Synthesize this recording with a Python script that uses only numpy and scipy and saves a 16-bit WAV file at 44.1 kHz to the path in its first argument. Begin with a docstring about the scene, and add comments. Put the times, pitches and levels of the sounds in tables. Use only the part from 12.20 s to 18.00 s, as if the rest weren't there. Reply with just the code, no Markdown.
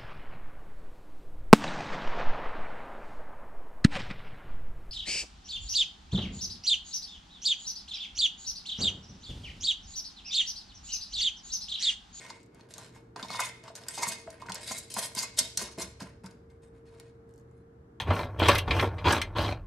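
"""Short gritty scrapes and sharp ticks: a hand twists a metal screw band onto a full glass jar.
The band grates along the glass thread, ticks where it catches, knocks the flat lid and sometimes sings.
The jar rocks on a padded kitchen table with soft thuds. Near the end a fingernail flicks the rim
and fingertips stutter off it. A small room echoes, over the hum of an appliance and a low rumble."""
import sys
import numpy as np
from scipy import signal
from scipy.fft import rfft, irfft
from scipy.io import wavfile
from scipy.ndimage import uniform_filter1d

SR = 44100
rng = np.random.default_rng(int(sys.argv[2]) if len(sys.argv) > 2 else 0)


def digitize_waveform(pressure):
    """Quantize a signal to 16-bit integers and store it at the path in sys.argv[1].

    Rows of a 2-D input are taken as channels; values are limited to [-1, 1].
    """
    field = np.atleast_2d(pressure).T
    bounded = np.clip(field, -1, 1)
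    quanta = np.round(bounded * 32767).astype(np.int16)
    wavfile.write(sys.argv[1], SR, quanta)


N = 255780

# Turns and touches of the hand:
# start_s, rise_ms, hold_ms, level_db, treble_tilt_db, lid_db, upper_lid_extra_db
TURNS = [(0, 0.92, 129, -55.5, -28, 3.5, 4.5), (0.32, 74, 5.9, -70.5, -29, 15.5, -3),
         (0.488, 130, 5.4, -50, -23, 0, -19), (.72, 30, 8.4, -62, -18, 6, -4),
         (0.958, 0.65, 102, -58, 4, 10.5, -9), (1.091, 108, 44, -39.5, -13, -5, 13),
         (1.432, 1, 29, -58, -19, 7.5, -9), (1.55, 7.8, 150, -55.5, -14, 3, -16),
         (1.685, 67, 174, -39.5, -11.5, -17, 16), (1.775, 2, 124, -54.5, -6.5, 6, 7),
         (2.068, 0.81, 82, -64, -16, 9, -3), (2.198, 4.6, 138, -65.5, -16, 8.5, 11),
         (2.31, 56, 8.3, -53.5, -26, 7, -18), (2.408, 89, 61, -36, 0, -13.5, 7),
         (2.701, 88, 39, -33, -3.5, -15, 6), (2.765, 2, 53, -47.5, -5.5, 3.5, 1),
         (2.95, 1.2, 83, -40, -15.5, -5, 7), (3.173, 11.4, 3.1, -26.5, 2, -11, 3),
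         (3.375, 1, 69, -39.5, -8, -6.5, 0.5), (3.575, 18, 4, -37, -12, -2, -1.5),
         (3.795, 6.2, 14, -52, -6.5, 9.5, -9), (4.035, 1.34, 33, -60.5, 12, 8, -9.5),
         (4.29, 16.4, 3.5, -75.5, 9.5, 11, -3.5), (4.418, 3.9, 19, -65.5, -2, 1.5, -3),
         (4.538, 13, 10, -76, 3, 10, -2), (4.651, 18, 200, -68.5, -17, 4.5, -2.5),
         (5.07, 18.4, 88, -77.5, -0.5, -5.5, 2), (5.27, 64, 79, -83.5, 11, -5, 9)]
# Modes (the notes a thing rings at) of the band and of the lid: pitch_hz, width_hz, level_db
BAND_MODES = [(3100, 45, -2.5), (3520, 30, -6), (3790, 51, 2.5), (4373, 68, 0), (5010, 210, -5.5),
              (5824, 90, -7.5), (6590, 80, -1), (7050, 65, -4), (7630, 68, -5), (7800, 220, -6.5),
              (8254, 120, -1.5), (8900, 82, -2.5), (9820, 78, -5.5), (5190, 84, -6), (10720, 660, -9),
              (11440, 71, -9.5), (13300, 130, -19), (11800, 47, -13.5)]
LID_MODES = [(585, 21, -6.5), (654.3, 14, 1.5), (801.6, 13, -5), (926, 45, -2), (1008, 59, -4.5),
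             (1115, 29, -13.5), (1378, 45, -12.5), (1486, 56, -11), (1862, 37, -12), (2179, 22, -1.5),
             (2100, 40, -5), (2504, 30, -11)]


def undb(db):
    """Turns decibels into a number to multiply by."""
    return 10 ** (np.asarray(db) / 20)


def level(x, db):
    """Sets the average (rms) level."""
    return x * undb(db) / np.sqrt(np.mean(x ** 2))


def ring(x, hz, width_hz):
    """Lets a sound ring at one pitch; a narrower width rings longer."""
    return signal.lfilter(*signal.iirpeak(hz, hz / width_hz, SR), x)


def ring_twice(x, hz, width_hz):
    """Keeps the sound around one pitch, with steeper edges."""
    return ring(ring(x, hz, width_hz), hz, width_hz)


def colour(x, curve):
    """Shapes bass and treble along points of pitch_hz, gain_db."""
    hz, db = np.transpose(curve)
    freqs = np.fft.rfftfreq(x.shape[-1], 1 / SR)
    return irfft(rfft(x) * undb(np.interp(np.log(freqs + 1), np.log(hz), db)), x.shape[-1])


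def dull(x, top_hz=11400):
    """Takes off the highest treble, which rubbing and echoes have little of."""
    return signal.sosfilt(signal.butter(8, top_hz, fs=SR, output="sos"), x)


def wander(per_s):
    """A smooth random wobble, about 1 in size."""
    hold = int(SR / per_s)
    steps = np.repeat(rng.standard_normal(N // hold + 1), hold)
    return np.sqrt(2) * uniform_filter1d(uniform_filter1d(steps, hold), hold)[:N]


def room_air():
    """A soft rush of air, nearly the same in both ears in the bass."""
    air_spectrum = [(22, -32.5), (32, -11), (50, -6), (72, -6), (120, 0), (250, -5), (420, -3.5),
                    (600, -12.5), (1000, -19), (1600, -22.5), (2500, -37), (4000, -42.5), (8000, -47),
                    (13000, -52)]  # tone of the air: pitch_hz, gain_db
    ear_likeness = [(60, 0.99), (130, 0.99), (280, 0.934), (610, -0.48), (1310, -0.03), (2830, -0.1),
                    (6120, -0.18), (13200, -0.28)]  # how well left and right match: pitch_hz, likeness (-1 to 1)
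    hz, alike = np.transpose(ear_likeness)
    mid, side = (colour(colour(rng.standard_normal(N), air_spectrum), np.c_[hz, 10 * np.log10(power)])
                 for power in (1 + alike, 1 - alike))
    return level(np.array([mid + side, mid - side]), -57) * undb(.8 * wander(8.7))


def appliance_hum():
    """An appliance hums on two wavering tones that swell a little."""
    hum_tones = [(119, -62, 2.5, 2), (459, -62, 1, 1)]  # pitch_hz, level_db, waver_hz, waver_db
    hum_swells = [(0, 1, -4.5), (1.399, 0.5, 0), (2.801, 1.4, -0.5), (4.201, -1, -1), (4.7, -1.5, 6),
                  (5.8, 2.5, -1.5)]  # time_s, low_tone_gain_db, high_tone_gain_db
    times, *swells = np.transpose(hum_swells)
    hum = 0
    for (hz, db, waver_hz, waver_db), swell in zip(hum_tones, swells):
        tone = np.sin(2 * np.pi * np.cumsum(hz + waver_hz * wander(9)) / SR)
        tone = level(tone * undb(waver_db * wander(9)), db)
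        hum += tone * undb(np.interp(np.arange(N) / SR, times, swell))
    return hum


def low_rumble():
    """A deep noise that swells for a while."""
    rumble_swell = [(0, -77), (2.9, -62.5), (3.7, -54.5), (4.5, -58), (5.2, -65), (5.8, -58)]  # time_s, gain_db
    rumble = level(ring_twice(rng.standard_normal(N), hz=72, width_hz=30), -1.5)
    return rumble * undb(np.interp(np.arange(N) / SR, *np.transpose(rumble_swell)))


def room_echo(x):
    """Dense echoes off the walls, partly unlike left and right; the highest die fastest."""
    echo_bands = [(275, 0.44, -19, -17.5), (1210, 0.19, -19, -10.5), (2420, 0.56, -14, -1),
                  (5135, 0.14, -16.5, -10.5), (8900, 0.069, -4, 6.5)]  # pitch_hz, time_to_fall_60_db_s, gain_db, left_right_difference_db
    t = np.arange(SR // 2) / SR
    tail = 0
    for hz, fade_s, db, side_db in echo_bands:
        mid, side = ring_twice(rng.standard_normal((2, len(t))), hz, 2.3 * hz) * undb(-60 * t / fade_s)
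        side *= undb(side_db)
        tail += level(np.array([mid + side, mid - side]), db)
    tail *= np.minimum(t / 0.0027, 1) / np.sqrt(len(t))
    return signal.fftconvolve(x[None], tail, axes=1)[:, :N]


def blows(hits, modes, octaves, crack_db, damping, hardness):
    """Each hit is a short push of noise: it cracks around its pitch and rings the modes near it."""
    lead, size, scatter_db = 1024, 8192, 3
    out = np.zeros(N + size)
    ms = (np.arange(size) - lead) / SR * 1000
    for peak_s, peak_db, hz, rise_ms, fall_ms in hits:
        mode_db = scatter_db * rng.standard_normal(len(modes))
        push = rng.standard_normal(size) * np.exp(np.minimum(ms / rise_ms, -ms / fall_ms))
        # a soft contact pushes little far above its pitch
        push = signal.sosfilt(signal.butter(2, min(hardness * hz, .4 * SR), fs=SR, output="sos"), push)
        rung = 0
        for (mode_hz, width_hz, db), chance_db in zip(modes, mode_db):
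            near_db = -6 * (np.log2(mode_hz / hz) / octaves) ** 2
            rung += undb(db + near_db + chance_db) * ring(push, mode_hz, damping * width_hz)
        crack = ring_twice(push, hz, 1.7 * octaves * hz)
        blow = rung / np.abs(rung).max() + undb(crack_db) * crack / np.abs(crack).max()
        start = int(peak_s * SR) - lead
        out[start:start + size] += undb(peak_db) * blow / np.abs(blow).max()
    return out[:N]


def table_thuds(rise_ms=3, fall_ms=10):
    """The jar rocks and thuds on the padded table."""
    thud_hits = [(0.963, -43.5, 455), (1.028, -41, 210), (1.105, -45.5, 198), (1.791, -40, 450),
                 (1.875, -39, 228), (2.068, -44, 360.4), (2.29, -41, 200), (2.509, -39, 230),
                 (2.771, -40, 217.6), (2.968, -36.5, 251), (3.21, -38.5, 219), (3.375, -46, 202.2),
                 (3.42, -35.5, 262), (3.579, -33.5, 295), (3.62, -38.5, 240), (3.82, -34.5, 242),
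                 (4.037, -39, 194)]  # time_s, peak_db, pitch_hz
    table_modes = [(190, 60, -5), (240, 60, -4), (355.2, 190, -4)]  # the table's low notes: pitch_hz, width_hz, level_db
    hits = [(*row, rise_ms, fall_ms) for row in thud_hits]
    return blows(hits, table_modes, octaves=0.46, crack_db=-3, damping=0.44, hardness=1.6)


def finger_stutter(pitch_hz=7400, rise_ms=.2, fall_ms=.8):
    """Fingertips stutter off the rim in faint clicks."""
    finger_slips = [(5.093, -61), (5.1094, -65), (5.1389, -53.5), (5.16, -55), (5.179, -52.5), (5.188, -61),
                    (5.1978, -59), (5.212, -64), (5.3127, -65)]  # time_s, peak_db
    hits = [(*row, pitch_hz, rise_ms, fall_ms) for row in finger_slips]
    return blows(hits, BAND_MODES, octaves=0.5, crack_db=3, damping=3.4, hardness=2)


def nail_flick():
    """A fingernail flicks the rim: nearly all crack, little ring."""
    flick_hit = [(4.7995, -36, 3240, 0.077, 0.89)]  # time_s, peak_db, pitch_hz, rise_ms, fall_ms
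    return blows(flick_hit, BAND_MODES, octaves=2.4, crack_db=26, damping=3.8, hardness=4.8)


def lid_knocks(rise_ms=.6, fall_ms=3.6):
    """The band knocks the flat lid and makes it ring."""
    knock_hits = [(.0656, -43, 1390), (.104, -36, 990), (0.5836, -41, 1030), (.62, -51, 1150),
                  (0.763, -48.5, 990), (.961, -34, 930), (0.9955, -36.5, 1420), (1.0292, -36.5, 910),
                  (1.048, -34.5, 860), (1.104, -27, 960), (1.123, -36, 980), (1.147, -26, 1050),
                  (1.1937, -20, 1215), (1.205, -22.5, 1080), (1.22, -29, 2500), (1.461, -58, 1350),
                  (1.4787, -35.5, 1050), (1.5011, -40.5, 663), (1.686, -39.5, 1400), (1.7767, -30, 790),
                  (1.793, -43, 1080), (1.8265, -23.5, 1090), (1.832, -27, 2100), (1.839, -29.5, 920),
                  (1.8686, -27, 1220), (2.0753, -34.5, 672), (2.2211, -32, 970), (2.2586, -39, 1050),
                  (2.286, -31, 1430), (2.2984, -28.5, 870), (2.3484, -40.5, 950), (2.5105, -31.5, 810),
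                  (2.766, -26, 1150), (2.7861, -28.5, 750), (2.9742, -33.5, 970), (3.0336, -34, 1170),
                  (3.1903, -35, 1850), (3.374, -37.5, 1370), (3.414, -32.5, 885), (3.487, -45, 1100),
                  (3.5785, -38, 710), (3.6045, -35.5, 880), (3.6194, -36, 1160), (3.625, -40, 2100),
                  (3.8068, -35.5, 950), (4.043, -43.5, 990), (4.0651, -42.5, 1530), (4.8, -48, 1770)]  # time_s, peak_db, pitch_hz
    hits = [(*row, rise_ms, fall_ms) for row in knock_hits]
    return blows(hits, LID_MODES, octaves=0.23, crack_db=-7, damping=1.3, hardness=2.4)


def metal_singing(width_share=0.043):
    """Rubbed metal sticks and slips on one rough note, which glides up as the band bears down."""
    sung_notes = [(1.105, 139, 900, 1033, -38.5), (1.78, 67, 849, 981, -37), (2.2, 104, 919, 957, -53),
                  (2.965, 30, 4700, 4780, -37)]  # start_s, length_ms, first_hz, last_hz, level_db
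    out = np.zeros(N)
    for start_s, length_ms, first_hz, last_hz, db in sung_notes:
        size = int(length_ms / 1000 * SR)
        progress = np.linspace(0, 1, size)
        phase = 2 * np.pi * np.cumsum(first_hz + (last_hz - first_hz) * progress) / SR
        noise = rng.standard_normal((2, SR))[:, :size]
        rough = uniform_filter1d(noise, int(SR / width_share / last_hz))
        note = level(rough[0] * np.cos(phase) + rough[1] * np.sin(phase), db)
        start = int(start_s * SR)
        out[start:start + size] += note * np.sin(np.pi * progress ** 2.4) ** .5
    return out


def thread_catches(tick_rise_ms=0.66, surge_rise_ms=8.7, surge_fall_ms=7.4):
    """The band ticks where it catches on the thread, and the grating surges where it binds."""
    tick_hits = [(0.065, -39, 4610, 1.7), (0.1014, -33.5, 4540, 6.5), (0.231, -54.5, 7400, 2),
                 (.262, -58, 7350, 2), (0.347, -53.5, 6700, 1.8), (0.41, -45, 4300, 0.81),
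                 (0.507, -48, 4400, 1.8), (.539, -30, 5600, 1.8), (0.582, -30.5, 7000, .75),
                 (0.9615, -35, 4280, 3.6), (0.9972, -39, 4160, 1.4), (1.028, -26.5, 4200, 3.5),
                 (1.0467, -42, 5240, 18), (1.0846, -37, 4510, 2.1), (1.104, -29.5, 5260, 3.4),
                 (1.113, -31.5, 4730, 14), (1.129, -32.5, 4300, 20), (1.2019, -20, 6980, 8.9),
                 (1.25, -31.5, 6800, 19), (1.4388, -44, 5050, 1.6), (1.479, -43, 4030, 11),
                 (1.5536, -32.5, 6300, 4.3), (1.562, -35, 5940, 3), (1.6368, -38, 4720, 2.1),
                 (1.685, -20, 6960, 2.2), (2.104, -36.5, 5800, 2.5), (2.2, -54, 7200, 2.5),
                 (2.2174, -42, 4550, 4.4), (2.264, -45, 5000, 4.7), (2.287, -48, 4550, 0.87),
                 (2.2956, -32, 5660, 5.3), (2.3208, -24, 5200, 1.5), (2.3453, -26, 8200, 2.5),
                 (2.355, -27.5, 5340, 3.6), (2.702, -38, 7000, 3.6), (2.7195, -34.5, 5840, 5.9),
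                 (2.741, -22.5, 7140, 2), (2.9508, -26.5, 7960, 2.5), (2.9626, -32, 5000, 2.6),
                 (3.1899, -8, 6000, 4.2), (3.374, -13.5, 6340, 2.55), (3.585, -34.5, 6020, 2.3),
                 (3.8039, -34.5, 5210, 4.7), (4.0427, -50, 5300, 2.6), (4.0606, -39, 5600, 5.2),
                 (4.111, -47.5, 5420, 1.4), (4.302, -61, 5000, 2.2)]  # time_s, peak_db, pitch_hz, fall_ms
    surge_hits = [(1.1583, -32.5, 4400), (1.7498, -36, 6170), (1.7835, -28, 6340), (1.8329, -20.5, 5960),
                  (1.8871, -19, 7400), (2.52, -26, 6270), (2.584, -27, 8040), (2.7897, -23, 7990),
                  (2.8372, -32.5, 4870), (2.8568, -32.5, 6710), (2.9898, -20.5, 6250), (3.0086, -28, 6450),
                  (3.19, -22.5, 5980), (3.032, -23, 6500), (3.4033, -33, 5930), (3.4233, -28, 7400),
                  (3.6223, -26.5, 6300), (3.8238, -37, 5670)]  # time_s, peak_db, pitch_hz
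    hits = [(s, db, hz, tick_rise_ms, fall_ms) for s, db, hz, fall_ms in tick_hits]
    hits += [(*row, surge_rise_ms, surge_fall_ms) for row in surge_hits]
    return blows(hits, BAND_MODES, octaves=0.47, crack_db=7, damping=1.5, hardness=3.2)


def tiny_slips(per_s, spread_db):
    """Tiny slips of uneven size as metal drags over glass."""
    slipping = rng.random(N) < per_s / SR
    return slipping * rng.standard_normal(N) * undb(spread_db * np.minimum(rng.exponential(size=N), 3))


def rubbed_lid(slips, modes, swing_db, per_s):
    """Each mode of the lid is fed more or less as the point of contact travels."""
    return sum(undb(db) * ring(slips * undb(swing_db * np.tanh(wander(per_s))), hz, width_hz)
               for hz, width_hz, db in modes)


def gripped_band(slips, shift_share=.03, grip_db=7):
    """Each new grip bends the thin band: its modes shift, and the fingers damp some more than others."""
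    out = np.zeros(N)
    edges = [int(turn[0] * SR) for turn in TURNS] + [N]
    grips = rng.standard_normal((len(TURNS), 2, len(BAND_MODES)))
    feeds = [slips * undb(5 * np.tanh(wander(30.08))) for _ in BAND_MODES]
    for start, end, (shifts, weights) in zip(edges, edges[1:], grips):
        rung = 0
        for (hz, width_hz, db), feed, shift, weight in zip(BAND_MODES, feeds, shifts, weights):
            mode = ring(feed[start:end], hz * (1 + shift_share * shift), width_hz)
            rung += undb(db + grip_db * np.tanh(weight)) * mode
        out[start:end] = level(rung, -2.5)
    return out


def hand_force(onset_db=-12.5, release_db_per_s=201.5, tight_s=4.2):
    """Each turn builds, holds and dies away: one loudness curve for each of the five grating layers."""
    t = np.arange(N) / SR
    force = np.zeros((5, N))
    for start_s, rise_ms, hold_ms, db, tilt_db, lid_db, upper_db in TURNS:
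        full_s = start_s + max(rise_ms, 1) / 1000
        rising_db = onset_db * np.clip((full_s - t) / (full_s - start_s), 0, 1)
        dying_db = release_db_per_s * np.maximum(t - full_s - hold_ms / 1000, 0)
        band_db = -4.5 if start_s < tight_s else -6.5  # the band rings less once screwed down
        shares = undb([-tilt_db / 2, tilt_db / 2, band_db, lid_db, lid_db + upper_db])
        force += shares[:, None] * (t >= start_s) * undb(db + rising_db - dying_db)
    return uniform_filter1d(force, size=128)


def band_grating():
    """The band drags along the glass: its slips are heard as grit and set the band and lid ringing."""
    grit_spectrum = [(300, -39), (600, 5), (1000, -15.5), (1600, -0.5), (2200, -4.5), (3000, -7),
                     (5000, -6), (8000, -7), (10500, -5.5), (13500, -20)]  # tone of metal on glass: pitch_hz, gain_db
    slips = tiny_slips(3000, spread_db=2.5) * undb(2.7 * wander(70))
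    grit = colour(slips, grit_spectrum)
    bright, top = (signal.sosfiltfilt(signal.butter(2, hz, "high", fs=SR, output="sos"), grit)
                   for hz in (2800, 6500))
    grit_gain = undb(-13.5) / np.sqrt(np.mean(bright ** 2))
    band = gripped_band(slips)
    coarse = tiny_slips(1200, spread_db=4)
    low_grit = level(grit - bright, -8)
    low_lid = level(rubbed_lid(coarse, LID_MODES[:8], swing_db=5, per_s=22), -6.5)
    upper_lid = level(rubbed_lid(coarse, LID_MODES[8:], swing_db=7, per_s=16), -11)
    layers = [grit_gain * (bright - top), grit_gain * top, band, low_grit + low_lid, upper_lid]
    return dull(sum(force * layer for force, layer in zip(hand_force(), layers)))


def scene():
    """The jar, almost in the middle, with its echo and the kitchen behind it."""
    jar = thread_catches() + lid_knocks() + table_thuds() + finger_stutter() + nail_flick()
    jar += band_grating() + metal_singing()
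    direct = jar * undb([[.1], [-.1]])  # left, right
    return direct + dull(room_echo(jar)) + room_air() + appliance_hum() + low_rumble()


def record(dry):
    """A phone above the jar steeply cuts the treble over 13300 Hz."""
    return signal.sosfilt(signal.ellip(6, .5, 45, 13300, fs=SR, output="sos"), dry)


dry = scene()
out = record(dry)
digitize_waveform(out)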